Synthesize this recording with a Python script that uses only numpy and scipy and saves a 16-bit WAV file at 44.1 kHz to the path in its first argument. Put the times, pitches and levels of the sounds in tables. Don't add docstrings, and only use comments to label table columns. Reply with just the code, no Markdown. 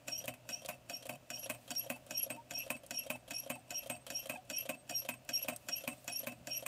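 import sys
import numpy as np
from scipy import signal
from scipy.fft import rfft, irfft, next_fast_len
from scipy.io import wavfile
from scipy.ndimage import map_coordinates

SR = 44100
rng = np.random.default_rng(int(sys.argv[2]) if len(sys.argv) > 2 else 0)


def digitize_waveform(pressure):
    field = np.atleast_2d(pressure).T
    bounded = np.clip(field, -1, 1)
    quanta = np.round(bounded * 32767).astype(np.int16)
    wavfile.write(sys.argv[1], SR, quanta)


def gain_from_decibels(decibels):
    exponent = np.asarray(decibels, float) / 20
    return 10 ** exponent


N = 294131
T = np.arange(N) / SR

# time in s, peak in dB, thud in dB, glass song in dB, wheel song in dB.
BOTTOM_KNOCKS = [(0.2796, -23, -5.5, -59, -82), (0.6873, -24, -9.5, -53, -84),
                 (1.0935, -25.5, -7.5, -60, -90), (1.498, -21, -8, -61, -57), (1.9006, -22, -5, -50, -84),
                 (2.3022, -25, -6.5, -54, -52), (2.703, -21, -6.5, -48, -51),
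                 (3.102, -21.5, -6.5, -49.5, -54.5), (3.5007, -21, -6, -52, -57),
                 (3.899, -23, -6, -54, -48), (4.2963, -23, -7, -49.5, -58),
                 (4.6924, -22.5, -4.5, -49.5, -51), (5.0883, -21, -8.5, -52, -53.5),
                 (5.4839, -20, -6, -53.5, -54), (5.8765, -21.5, -6, -52, -54),
                 (6.2703, -23.5, -6, -50, -62), (6.663, -22.5, -14, -59, -46)]
# time in s, peak in dB, thud in dB.
TOP_KNOCKS = [(0.0817, -28, -16), (0.49, -28.5, -17.5), (0.897, -29, -17), (1.3024, -28.5, -19),
              (1.7055, -27.5, -17), (2.1077, -28, -14.5), (2.5087, -28, -15), (2.908, -26.5, -18),
              (3.3074, -26.5, -18), (3.706, -28, -18), (4.1021, -28, -18), (4.4996, -26.5, -17),
              (4.8962, -27.5, -19), (5.2906, -25, -17.5), (5.686, -24.5, -18.5), (6.0782, -25, -19),
              (6.471, -29.5, -13)]
# push after the click in s, build-up in s.
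CONTACT_PUSH = [
    (-.0014, .0031),
    (.002, .0051),
    (-.0003, .0019),
]


def unit(x):
    return x / np.sqrt(np.mean(x ** 2) + 1e-20)


def along(points, hz):
    f, v = np.transpose(points)
    return np.interp(np.log(hz + 1), np.log(f + 1), v)


def wobble(rate):
    return map_coordinates(rng.standard_normal(int(N * rate / SR) + 4), [T * rate])


def flutter(depth_db, rate):
    return gain_from_decibels(depth_db * (np.tanh(wobble(rate) + .4) - .3))


def swells(rows):
    return sum(gain_from_decibels(db) * np.exp(-((T - s) / half) ** 2) for s, half, db in rows)


def filtered(x, response):
    m = next_fast_len(len(x) + SR // 2)
    return irfft(rfft(x, m) * response(np.fft.rfftfreq(m, 1 / SR)), m)[:len(x)]


def resonant(x, peaks):
    def response(f):
        return sum((-1) ** k * gain_from_decibels(db) * 1j * f * w / (c * c - f * f + 1j * f * w)
                   for k, (c, w, db) in enumerate(peaks))
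    return filtered(x, response)


def tone(hz):
    return np.sqrt(2) * np.sin(2 * np.pi * np.cumsum(hz + 0 * T) / SR)


def thud(spot):
    # mode in Hz, t60 in s, then the swing at bottom, top and tap in thousandths.
    body_modes = [(128, .45, 1, .6, -.3), (160, .12, 3, 2, .2), (249, .1, -18.9, -4.3, -1.3),
                  (254, .17, 9.1, 0, 1.1), (286, .08, 7.1, -5.8, 1.3), (531, .12, 3.9, .2, -2.1),
                  (548, .11, 5.7, 5, -6.2), (616, .09, -11, -4.1, -3.7), (681, .04, 4.6, -12.9, 6.7),
                  (710, .11, 4.3, 4.9, -.7), (740, .29, -2.2, -.2, -.5), (926, .03, -11.6, -4.2, 1),
                  (997, .03, -13.6, .6, 0), (1049, .03, 5.5, -2.5, 0)]
    hz, t60, *swing = np.transpose(body_modes)[..., None]
    t = T[:SR // 4]
    ringing = swing[spot] / 1000 * np.sin(2 * np.pi * hz * t) * gain_from_decibels(-60 * t / t60)
    return ringing.sum(0) * (1 - np.exp(-t / CONTACT_PUSH[spot][1]))


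def knocks(events, modes, crack, ring_db, crack_db, thud_db, damp, echoes, spot=2):
    # frequency in Hz, t60 in s.
    ring_out = [(900, 0.11), (2500, 0.16), (5000, 0.078), (9000, 0.12), (15000, 0.0086)]
    size = SR // 5
    t, out, pushes = T[:size], np.zeros(N + SR), np.zeros(N + SR)
    for s, db, low_db, *_ in events:
        for late, less_db in echoes:
            hz, tt, z = signal.stft(rng.standard_normal(size), SR, nperseg=128)
            decay_db = 60 * tt / (damp * along(ring_out, hz)[:, None])
            z = z * gain_from_decibels(along(crack, hz)[:, None] - decay_db)
            noise = signal.istft(z, SR, nperseg=128)[1][:size]
            hit = gain_from_decibels(crack_db) * noise * (0.83 + 0.61 * np.exp(-t / 0.00097))
            for f, (level, t60) in modes:
                mode_db = ring_db + level + rng.normal(0, 0.94) - 60 * t / min(t60, .15)
                hit += gain_from_decibels(mode_db) * np.sin(2 * np.pi * f * t)
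            at = max(round((s + late * (1 + .1 * rng.normal())) * SR), 0)
            gain = gain_from_decibels(db + less_db + (late != 0) * rng.normal(0, 2.0))
            out[at:at + size] += gain * hit * (1 - np.exp(-t / 0.00031))
        pushes[round((s + CONTACT_PUSH[spot][0]) * SR)] = gain_from_decibels(db + low_db + thud_db)
    return out[:N] + signal.fftconvolve(pushes, thud(spot))[:N]


def bottom_knocks():
    plate_hz = (1055, 1308, 1560, 2540, 2934, 3090, 3854, 4581, 7085, 8311, 8473, 9220, 9860, 10260, 11410,
                11630, 12390, 14820, 15450)
    # level in dB, t60 in s.
    plate_ring = [(-3, 0.072), (-20, 0.17), (-1, 0.03), (10, 0.027), (-7.5, 0.047), (-10, 0.11),
                  (-15.5, 0.065), (-42, 0.3), (-5, 0.032), (-15.5, 0.12), (-9.5, 0.12), (-2, 0.038),
                  (-10.5, 0.33), (-31.5, 0.28), (0, 0.032), (-5, 0.061), (-7, 0.058), (3.5, 0.03),
                  (-16, .02)]
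    # frequency in Hz, crack noise in dB per Hz.
    crack = [(530, -39), (900, 2), (1450, -14), (2560, 0), (3600, -16), (7850, -10.5), (8350, -15.5),
             (13300, -19.5), (15200, -17), (16500, -55)]
    return knocks(BOTTOM_KNOCKS, list(zip(plate_hz, plate_ring)), crack,
                  ring_db=-17.0, crack_db=-1.0, thud_db=28.5, damp=0.56, spot=0,
                  echoes=[(-.0035, -21), (0, -2.5), (.006, -11.5), (.013, -15), (.021, -17), (.058, -20.5)])


def top_knocks():
    frame_hz = (1540, 2560, 2930, 3300, 4608, 5600, 6500, 7090, 7704, 8473, 10970, 11640, 12380, 14790)
    # level in dB, t60 in s.
    frame_ring = [(-4.5, 0.048), (2.5, 0.045), (-6.5, 0.06), (-11.5, 0.12), (-45, 0.017), (-7.5, 0.16),
                  (-32, 0.014), (1.5, 0.03), (-3.5, 0.027), (-31, 0.032), (-34, 0.017), (1.5, 0.015),
                  (-4.5, 0.022), (-9, 0.019)]
    # frequency in Hz, crack noise in dB per Hz.
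    crack = [(530, -24), (900, -11.5), (1940, -5), (2630, -16), (3780, -12), (7210, -4), (10000, -23),
             (11900, -42), (15300, -50), (16500, -46)]
    return knocks(TOP_KNOCKS, list(zip(frame_hz, frame_ring)), crack,
                  ring_db=-15.5, crack_db=-1.0, thud_db=43.0, damp=0.5, spot=1, echoes=[(0, 1), (.008, -10)])


def grip_level_db(rows):
    s, hold, db = np.transpose(rows)[..., None]
    t = T[::32]
    after = t - s - hold
    body = np.minimum(0, np.minimum(1500 * (t - s), -1500 * after))
    tail = np.where(after > 0, -13 - 279 * after, -120)
    power = gain_from_decibels(2 * (db + np.maximum(body, tail))).sum(0)
    return np.interp(T, t, 10 * np.log10(power + 1e-12))


def whistle(climb):
    # time in s, climb of the slip rate per stroke in Hz.
    glide = [(0, 331.4), (1, 260), (2, 180), (3.5, 190.8), (5, 176.7), (6.6, 218.4)]
    lock_at = (.03, .045, .06, .075, .09, .105, .125, .15)
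    lock_notes = [(5580, 5580, 5590, 5570, 5760, 5750, 5770, 5750),
                  (5520, 5590, 5640, 5840, 5850, 5730, 5590, 5710),
                  (5540, 5570, 5530, 5630, 5570, 5550, 5730, 5630),
                  (5540, 5580, 5570, 5670, 5600, 5790, 5730, 5670),
                  (5550, 5690, 5560, 5600, 5600, 5550, 5780, 5560),
                  (5580, 5570, 5570, 5640, 5650, 5600, 5640, 5740),
                  (5600, 5550, 5630, 5600, 5640, 5680, 5670, 5600),
                  (5520, 5550, 5570, 5630, 5590, 5650, 5590, 5570),
                  (5350, 5560, 5560, 5630, 5640, 5640, 5680, 5530),
                  (5530, 5580, 5630, 5640, 5640, 5650, 5660, 5630),
                  (5580, 5500, 5600, 5630, 5620, 5570, 5590, 5600),
                  (5550, 5560, 5660, 5620, 5460, 5780, 5750, 5600),
                  (5580, 5570, 5590, 5610, 5550, 5640, 5660, 5640),
                  (5620, 5560, 5570, 5610, 5610, 5640, 5630, 5600),
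                  (5560, 5580, 5590, 5650, 5720, 5700, 5770, 5800),
                  (5610, 5460, 5540, 5540, 5570, 5840, 5640, 5660),
                  (5550, 5570, 5560, 5620, 5740, 5740, 5350, 5630)]
    slip_hz = 5480 + climb * np.interp(T, *np.transpose(glide)) + 25 * wobble(70) + 18 * wobble(300)
    moments = np.ravel([e[0] + np.array(lock_at) for e in TOP_KNOCKS])
    lock_hz = np.interp(T, moments, np.ravel(lock_notes))
    locked = flutter(1.5, 120) * tone(np.clip(lock_hz, 5460, 5850) + 8 * wobble(120))
    rough_hz = (slip_hz - 5480) * climb * .4 * wobble(400)
    loose = flutter(3.5, 200) * tone(slip_hz + rough_hz)
    return (1.05 - .35 * climb) * locked + (.08 + .4 * climb) * loose


def octave(climb, flares):
    flare_notes = [11640, 11350, 11410, 11200, 11400, 11490, 11370, 11280, 11530, 11100, 11340, 10900,
                   11270, 11400, 11230, 11600, 11100, 11280, 11640, 11500, 11540, 11240, 11360, 11460,
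                   11460, 10860, 11350, 11520, 11300, 11500]
    flare_hz = np.interp(T, [s + hold / 2 for s, hold, _ in flares], flare_notes)
    wandering = flutter(8.3, 150) * tone(flare_hz + 60 * wobble(90) + 90 * wobble(350))
    return wandering + .3 * climb * flutter(10, 90) * tone(11630 + 50 * wobble(200))


def groan(climb, grain, main_db):
    # early level in dB, late level in dB.
    groan_levels = [(-60.5, -63), (-53, -63.5), (-53, -69), (-55.5, -73), (-76, -60), (-66, -52.5),
                    (-60.5, -49), (-58, -55), (-53.5, -62), (-60.5, -54.5), (-61, -57), (-54, -50.5),
                    (-56.5, -67), (-58, -52), (-58, -56), (-58.5, -60), (-57, -51)]
    level = 0
    for e, (early, late) in zip(TOP_KNOCKS, groan_levels):
        past = T - e[0]
        curve_db = np.interp(past, [-.2, 0, .039, .096, .125, .131, .256],
                             [-120, early, early, late, late - 3, late - 15, late - 0.13 * 353])
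        level = level + gain_from_decibels(curve_db) + (abs(past - .15) < .03) * gain_from_decibels(main_db - 12.5)
    low = flutter(6, 85) * tone(2600 + 75 * np.tanh(8 * climb - 4) + 18 * wobble(120))
    peaks = [(2510, 150, -3.5), (2656, 54, -3.5), (2906, 29, 1.0), (3184, 16, 0.5)]
    low += gain_from_decibels(-4.0) * unit(resonant(grain, peaks))
    return level * low


def fizz(climb, grain, grip_db):
    hiss = unit(resonant(grain, [(5685, 150, 13.0), (7000, 910, -7.5), (8540, 360, 0.0), (11700, 110, 3.5)]))
    hiss = filtered(hiss, lambda hz: gain_from_decibels(along([(12000, 1), (13000, -16), (15500, -18)], hz)))
    hiss += gain_from_decibels(-15.0) * flutter(7.5, 60) * wobble(900) * tone(13750 + 1050 * climb + 150 * wobble(30))
    return hiss * gain_from_decibels(-53.5 + 0.37 * (grip_db + 39.5))


def squeal():
    # start in s, hold in s, level in dB.
    catches = [(.154, 0.051, -42.5), (.124, 0.016, -38.5), (.535, 0.011, -38.5), (.939, 0.012, -43),
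               (.967, 0.0023, -47), (1.343, 0.026, -43), (1.435, 0.037, -42.5), (1.768, 0.017, -34),
               (1.756, .004, -62), (2.155, 0.012, -39.5), (2.174, .008, -35), (2.233, 0.0048, -41.5),
               (2.556, 0.0041, -38.5), (2.581, 0.0039, -37.5), (2.6, .005, -45.5), (2.948, 0.016, -46),
               (2.975, 0.0044, -36.5), (2.995, 0.003, -42), (3.346, 0.0075, -44), (3.367, 0.0029, -37),
               (3.39, 0.0068, -42.5), (3.747, 0.039, -41), (4.155, 0.027, -38.5), (4.538, 0.032, -43.5),
               (4.57, 0.0032, -35.5), (4.954, 0.022, -32.5), (4.988, 0.012, -48), (5.341, 0.036, -35),
               (5.433, 0.0059, -42.5), (5.728, 0.016, -36.5), (6.124, 0.045, -46.5), (6.163, 0.0019, -37),
               (6.515, 0.058, -41)]
    # start in s, hold in s, level in dB.
    flares = [(.18, 0.0047, -43.5), (.947, 0.024, -56), (1.395, 0.0014, -39), (1.435, 0.018, -47),
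              (1.787, 0.012, -33.5), (2.177, 0.0048, -38), (2.192, 0.0066, -40), (2.228, 0.012, -32.5),
              (2.587, 0.0094, -36), (2.962, .002, -51), (2.99, 0.0075, -40), (3.353, 0.0085, -43.5),
              (3.389, 0.012, -42), (3.783, .01, -43), (4.143, 0.032, -49), (4.191, 0.0077, -38.5),
              (4.565, 0.0033, -50), (4.584, 0.0041, -36), (4.606, 0.0023, -38), (4.955, 0.02, -45),
              (4.988, 0.015, -40), (5.335, 0.0082, -49), (5.357, 0.037, -41.5), (5.429, 0.0064, -37.5),
              (5.768, 0.014, -39), (6.128, 0.0065, -42), (6.162, 0.0098, -41), (6.192, 0.003, -34),
              (6.537, 0.041, -47.5), (6.576, 0.0025, -41)]
    main_db, high_db = grip_level_db(catches), grip_level_db(flares)
    on = sum(np.interp(T - e[0], [.018, .028, .146, .174], [0, 1, 1, 0]) for e in TOP_KNOCKS) ** 2
    climb = sum(np.interp(T - e[0], [0, .03, .12, .19], [0.017, 0.0327, 1, 0.84], 0, 0) for e in TOP_KNOCKS)
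    grip = flutter(1.5, 80)
    main = gain_from_decibels(main_db) * grip * whistle(climb)
    high = on ** 2 * gain_from_decibels(high_db - 2.0) * grip * octave(climb, flares)
    high = .6 * high + resonant(high, [(11320, 110, -1), (11630, 70, 3)])
    grains = rng.standard_normal((2, N)) * gain_from_decibels(1.7 * wobble(160))
    low = groan(climb, grains[0], main_db)
    return on * (main + low + fizz(climb, grains[1], np.maximum(main_db, high_db))) + high


def rasp():
    # early level in dB, late level in dB.
    stroke_levels = [(-62, -58), (-61, -71), (-59, -73), (-58, -57.5), (-66, -73), (-55, -58), (-65, -65),
                     (-59, -57), (-60, -68), (-58, -62), (-61, -52.5), (-56, -61), (-58, -70), (-51, -68),
                     (-54.5, -59), (-73, -60.5), (-61, -55)]
    # time after the top in s, half length in s.
    stroke_times = [
        (0.046, 0.011),
        (0.079, 0.025),
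    ]
    # time in s, half length in s, level in dB.
    extra = [(.185, 0.0078, -62), (1.445, 0.015, -66), (1.817, 0.0061, -53), (2.215, 0.015, -60),
             (4.595, 0.0093, -57), (5.432, .009, -60)]
    rows = list(extra)
    for e, dbs in zip(TOP_KNOCKS, stroke_levels):
        rows += [(e[0] + at, half, db) for (at, half), db in zip(stroke_times, dbs)]
    climb_hz = sum(np.interp(T - e[0], [.03, .09, .2], [0, 220, 200], 0, 0) for e in TOP_KNOCKS)
    hz = 2900 + climb_hz + 50 * wobble(150)
    peaks = [(2720, 90, -4), (2940, 50, 0), (3090, 50, -1), (3200, 70, -3)]
    grit = unit(resonant(rng.standard_normal(N), peaks))
    return swells(rows) * flutter(7.3, 170) * (0.78 * tone(hz) + 0.67 * grit)


def rod_taps():
    second_db = [-44.5, -41.5, -40.5, -40, -44.5, -48, -44.5, -47, -45, -44.5, -40, -41, -44, -40.5, -41.5,
                 -41, -46]
    # time in s, peak in dB, thud in dB.
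    odd_taps = [(1.679, -45.5, -2), (2.066, -52, 2), (2.835, -51, 10), (3.2794, -46.5, 3),
                (4.067, -42.5, 1.5), (4.079, -50.5, 10), (4.362, -50, -4)]
    # frequency in Hz, crack noise in dB per Hz.
    crack = [(530, -14), (900, -4.5), (2030, -12.5), (3190, -2.5), (4890, -10.5), (11700, -8), (15500, -12),
             (16500, -64)]
    taps = list(odd_taps)
    for e, second in zip(BOTTOM_KNOCKS, second_db):
        taps.append((e[0] - .0678, -48.5, -45.5 + 48.5))
        taps.append((e[0] - .0382, second, -35 - second))
    return knocks(taps, [(3190, (0, 0.064)), (3560, (-9, 0.029))], crack,
                  ring_db=-9.5, crack_db=6.5, thud_db=36.0, damp=0.53,
                  echoes=[(-.001, -3), (.0035, -5.5), (.011, -7.5)])


def ticks():
    # time in s, peak in dB, thud in dB.
    stray = [(1.064, -35, -28), (1.4505, -46, -30), (2.657, -43, -30), (3.8685, -35, -30),
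             (4.2675, -35, -32), (4.449, -51, -30), (5.816, -50, -30), (6.212, -49, -30), (6.579, -38, -30),
             (6.6035, -44, -30), (.2535, -35, -30), (.818, -63, -30), (1.222, -62, -30), (1.232, -67, -30),
             (2.062, -46, -30), (3.59, -50, -34), (5.222, -61, -30), (5.246, -44, -30), (6.041, -43, -30),
             (6.201, -46, -30), (2.8614, -37, -30), (4.071, -44, -32), (5.5588, -25, -28)]
    # lead before the bottom in s, peak in dB.
    pings = [
        (0.12, -48),
        (0.0074, -39),
    ]
    # frequency in Hz, crack noise in dB per Hz.
    crack = [(530, -51), (900, -30), (3000, -27), (3650, -24), (8870, -8.5), (10500, -14), (15900, -5),
             (16500, -23)]
    clicks = [(e[0] - lead, db, -30) for lead, db in pings for e in BOTTOM_KNOCKS]
    return knocks(list(stray) + clicks, [], crack,
                  ring_db=0, crack_db=2.5, thud_db=20, damp=0.33, echoes=[(0.0029, 0)])


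def snaps():
    # time in s, peak in dB, thud in dB.
    snap_events = [
        (0.658, -28, -34),
        (1.7497, -30, -30),
    ]
    # frequency in Hz, crack noise in dB per Hz.
    crack = [(500, -24), (1500, -13), (5000, -2.5), (15000, -9)]
    return knocks(snap_events, [], crack,
                  ring_db=0, crack_db=-2.0, thud_db=27, damp=0.25, echoes=[(0.0017, 0)])


def songs():
    # time in s, pitch in Hz, level in dB, half length in s.
    chirps = [(1.967, 870, -58, 0.0071), (2.392, 926, -51, 0.02), (3.157, 856, -49.5, 0.0046),
              (3.566, 865, -54, 0.0072), (3.585, 746, -55.5, 0.012), (4.361, 856, -48, 0.0045),
              (4.362, 2510, -45, 0.0045), (4.361, 1630, -58, 0.0062), (4.385, 740, -50.5, 0.018)]
    glass, wheel, chirp = 0, 0, 0
    for s, _, _, glass_db, wheel_db in BOTTOM_KNOCKS:
        glass_curve = np.interp(T - s, [.006, .018, .052, .06, .08], [0.002, 0.38, 1, 0.19, 0.0025])
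        wheel_curve = np.interp(T - s, [0, .025, .09, .14], [0.76, 0.39, 0.1, 0.012], 0, 0)
        glass = glass + gain_from_decibels(glass_db) * glass_curve
        wheel = wheel + gain_from_decibels(wheel_db) * wheel_curve
    pair = tone(8311 + 12 * wobble(60)) + 0.37 * tone(8475 + 8 * wobble(25))
    for s, hz, db, half in chirps:
        chirp = chirp + swells([(s, half, db)]) * tone(hz * (1 + np.clip(T - s, -half, half)))
    return glass * flutter(3.1, 70) * tone(2630 + 15 * wobble(54)) + wheel * flutter(14.3, 40) * pair + chirp


def rubbing():
    # place in the turn from the bottom (0-1), rise in turns, fall in turns, rods in dB, base in dB.
    scuffs = [(0, 0.02, 0.038, -57, -49), (0.109, 0.098, 0.05, -53.5, -53.5), (.49, 0.07, 0.015, -63, -73),
              (0.519, 0.026, 0.069, -44.5, -52.5), (.66, 0.13, 0.097, -58, -66.5),
              (.87, 0.11, 0.031, -66, -67.5)]
    slide_db = (-83, -67)
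    # mode in Hz, width in Hz, level in dB.
    rod_modes = [(1540, 200, -10), (2520, 30, 7), (2580, 200, -1), (2930, 90, -4), (3090, 60, -3),
                 (3850, 100, -10), (4590, 35, -3), (5590, 90, -4), (7090, 300, -8), (8400, 110, -1),
                 (9850, 300, -10), (11500, 700, -14), (12400, 500, -16), (14800, 500, -14)]
    # mode in Hz, width in Hz, level in dB.
    base_modes = [(160, 5.9, -10.5), (239.7, 29, -2), (297.6, 29, -5), (540, 48, -3.5), (612, 41.4, 1),
                  (710.3, 31.5, 0.5), (950, 120, -15)]
    marks = np.sort([e[0] for e in BOTTOM_KNOCKS + TOP_KNOCKS])
    turn = np.interp(T, np.r_[marks[0] - .21, marks], np.arange(len(marks) + 1) / 2) % 1
    level = gain_from_decibels(np.array(slide_db))[:, None]
    for at, rise, fall, *dbs in scuffs:
        past = (turn - at + .5) % 1 - .5
        level = level + gain_from_decibels(np.array(dbs))[:, None] * np.exp(-(past / np.where(past < 0, rise, fall)) ** 2)
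    grit = rng.standard_normal((2, N)) * gain_from_decibels(1.03 * wobble(50) + 4.9 * wobble(300))
    rods = level[0] * unit(grit[0])
    base = level[1] * unit(grit[1])
    return gain_from_decibels(8) * resonant(rods, rod_modes) + gain_from_decibels(-44) * rods + gain_from_decibels(19.5) * resonant(base, base_modes)


def sleeve():
    # time in s, half length in s, level in dB.
    brushes = [
        (1.753, 0.28, -66),
        (5.886, 0.46, -65),
    ]
    return swells(brushes) * unit(resonant(rng.standard_normal(N), [(7660, 67000, 0)]))


def handling():
    # time in s, half length in s, level in dB.
    bumps = [
        (0.23, .05, -63.5),
        (6.398, 0.065, -60),
    ]
    rumble = unit(resonant(rng.standard_normal(N), [(83, 18, -0.43), (180, 67, -1.6)]))
    return swells(bumps) * flutter(3.2, 30) * rumble


def room():
    # frequency in Hz, air noise in dB per Hz.
    air_curve = [(15, -65), (25, 0), (124, 4.5), (259, 0), (445, -5), (600, 5), (787, -6), (2150, -12),
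                 (2600, -7.5), (3700, -14.5), (8370, -17), (10400, -22), (11600, -21.5), (15200, -19.5),
                 (16500, -34)]
    # fan note in Hz, wander in Hz, rms level in dB.
    fan_notes = [(124, 4.76, -69)]
    air = unit(filtered(rng.standard_normal(N), lambda hz: gain_from_decibels(along(air_curve, hz))))
    beat = sum(np.exp(-((T - e[0] - .04) / 0.044) ** 2) for e in BOTTOM_KNOCKS)
    fan = sum(gain_from_decibels(db + 2.4 * wobble(13) + 5.5 * beat) * tone(hz + wander * wobble(12))
              for hz, wander, db in fan_notes)
    return gain_from_decibels(-64.5) * air + fan


def scene():
    crank = bottom_knocks() + top_knocks() + rod_taps() + ticks() + snaps()
    piston = squeal() + rasp()
    return (crank + piston + songs() + rubbing() + sleeve() + handling() + room())[None]


def top_cut(x):
    return signal.sosfilt(signal.butter(12, 16680, fs=SR, output="sos"), x)


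def record(dry):
    edges = [(25, -14), (40, 0), (15600, 0), (15800, -22), (16500, -26)]  # (Hz, dB)
    mix = filtered(dry[0], lambda hz: gain_from_decibels(along(edges, hz)))[None]
    return top_cut(mix)


dry = scene()
out = record(dry)
digitize_waveform(out)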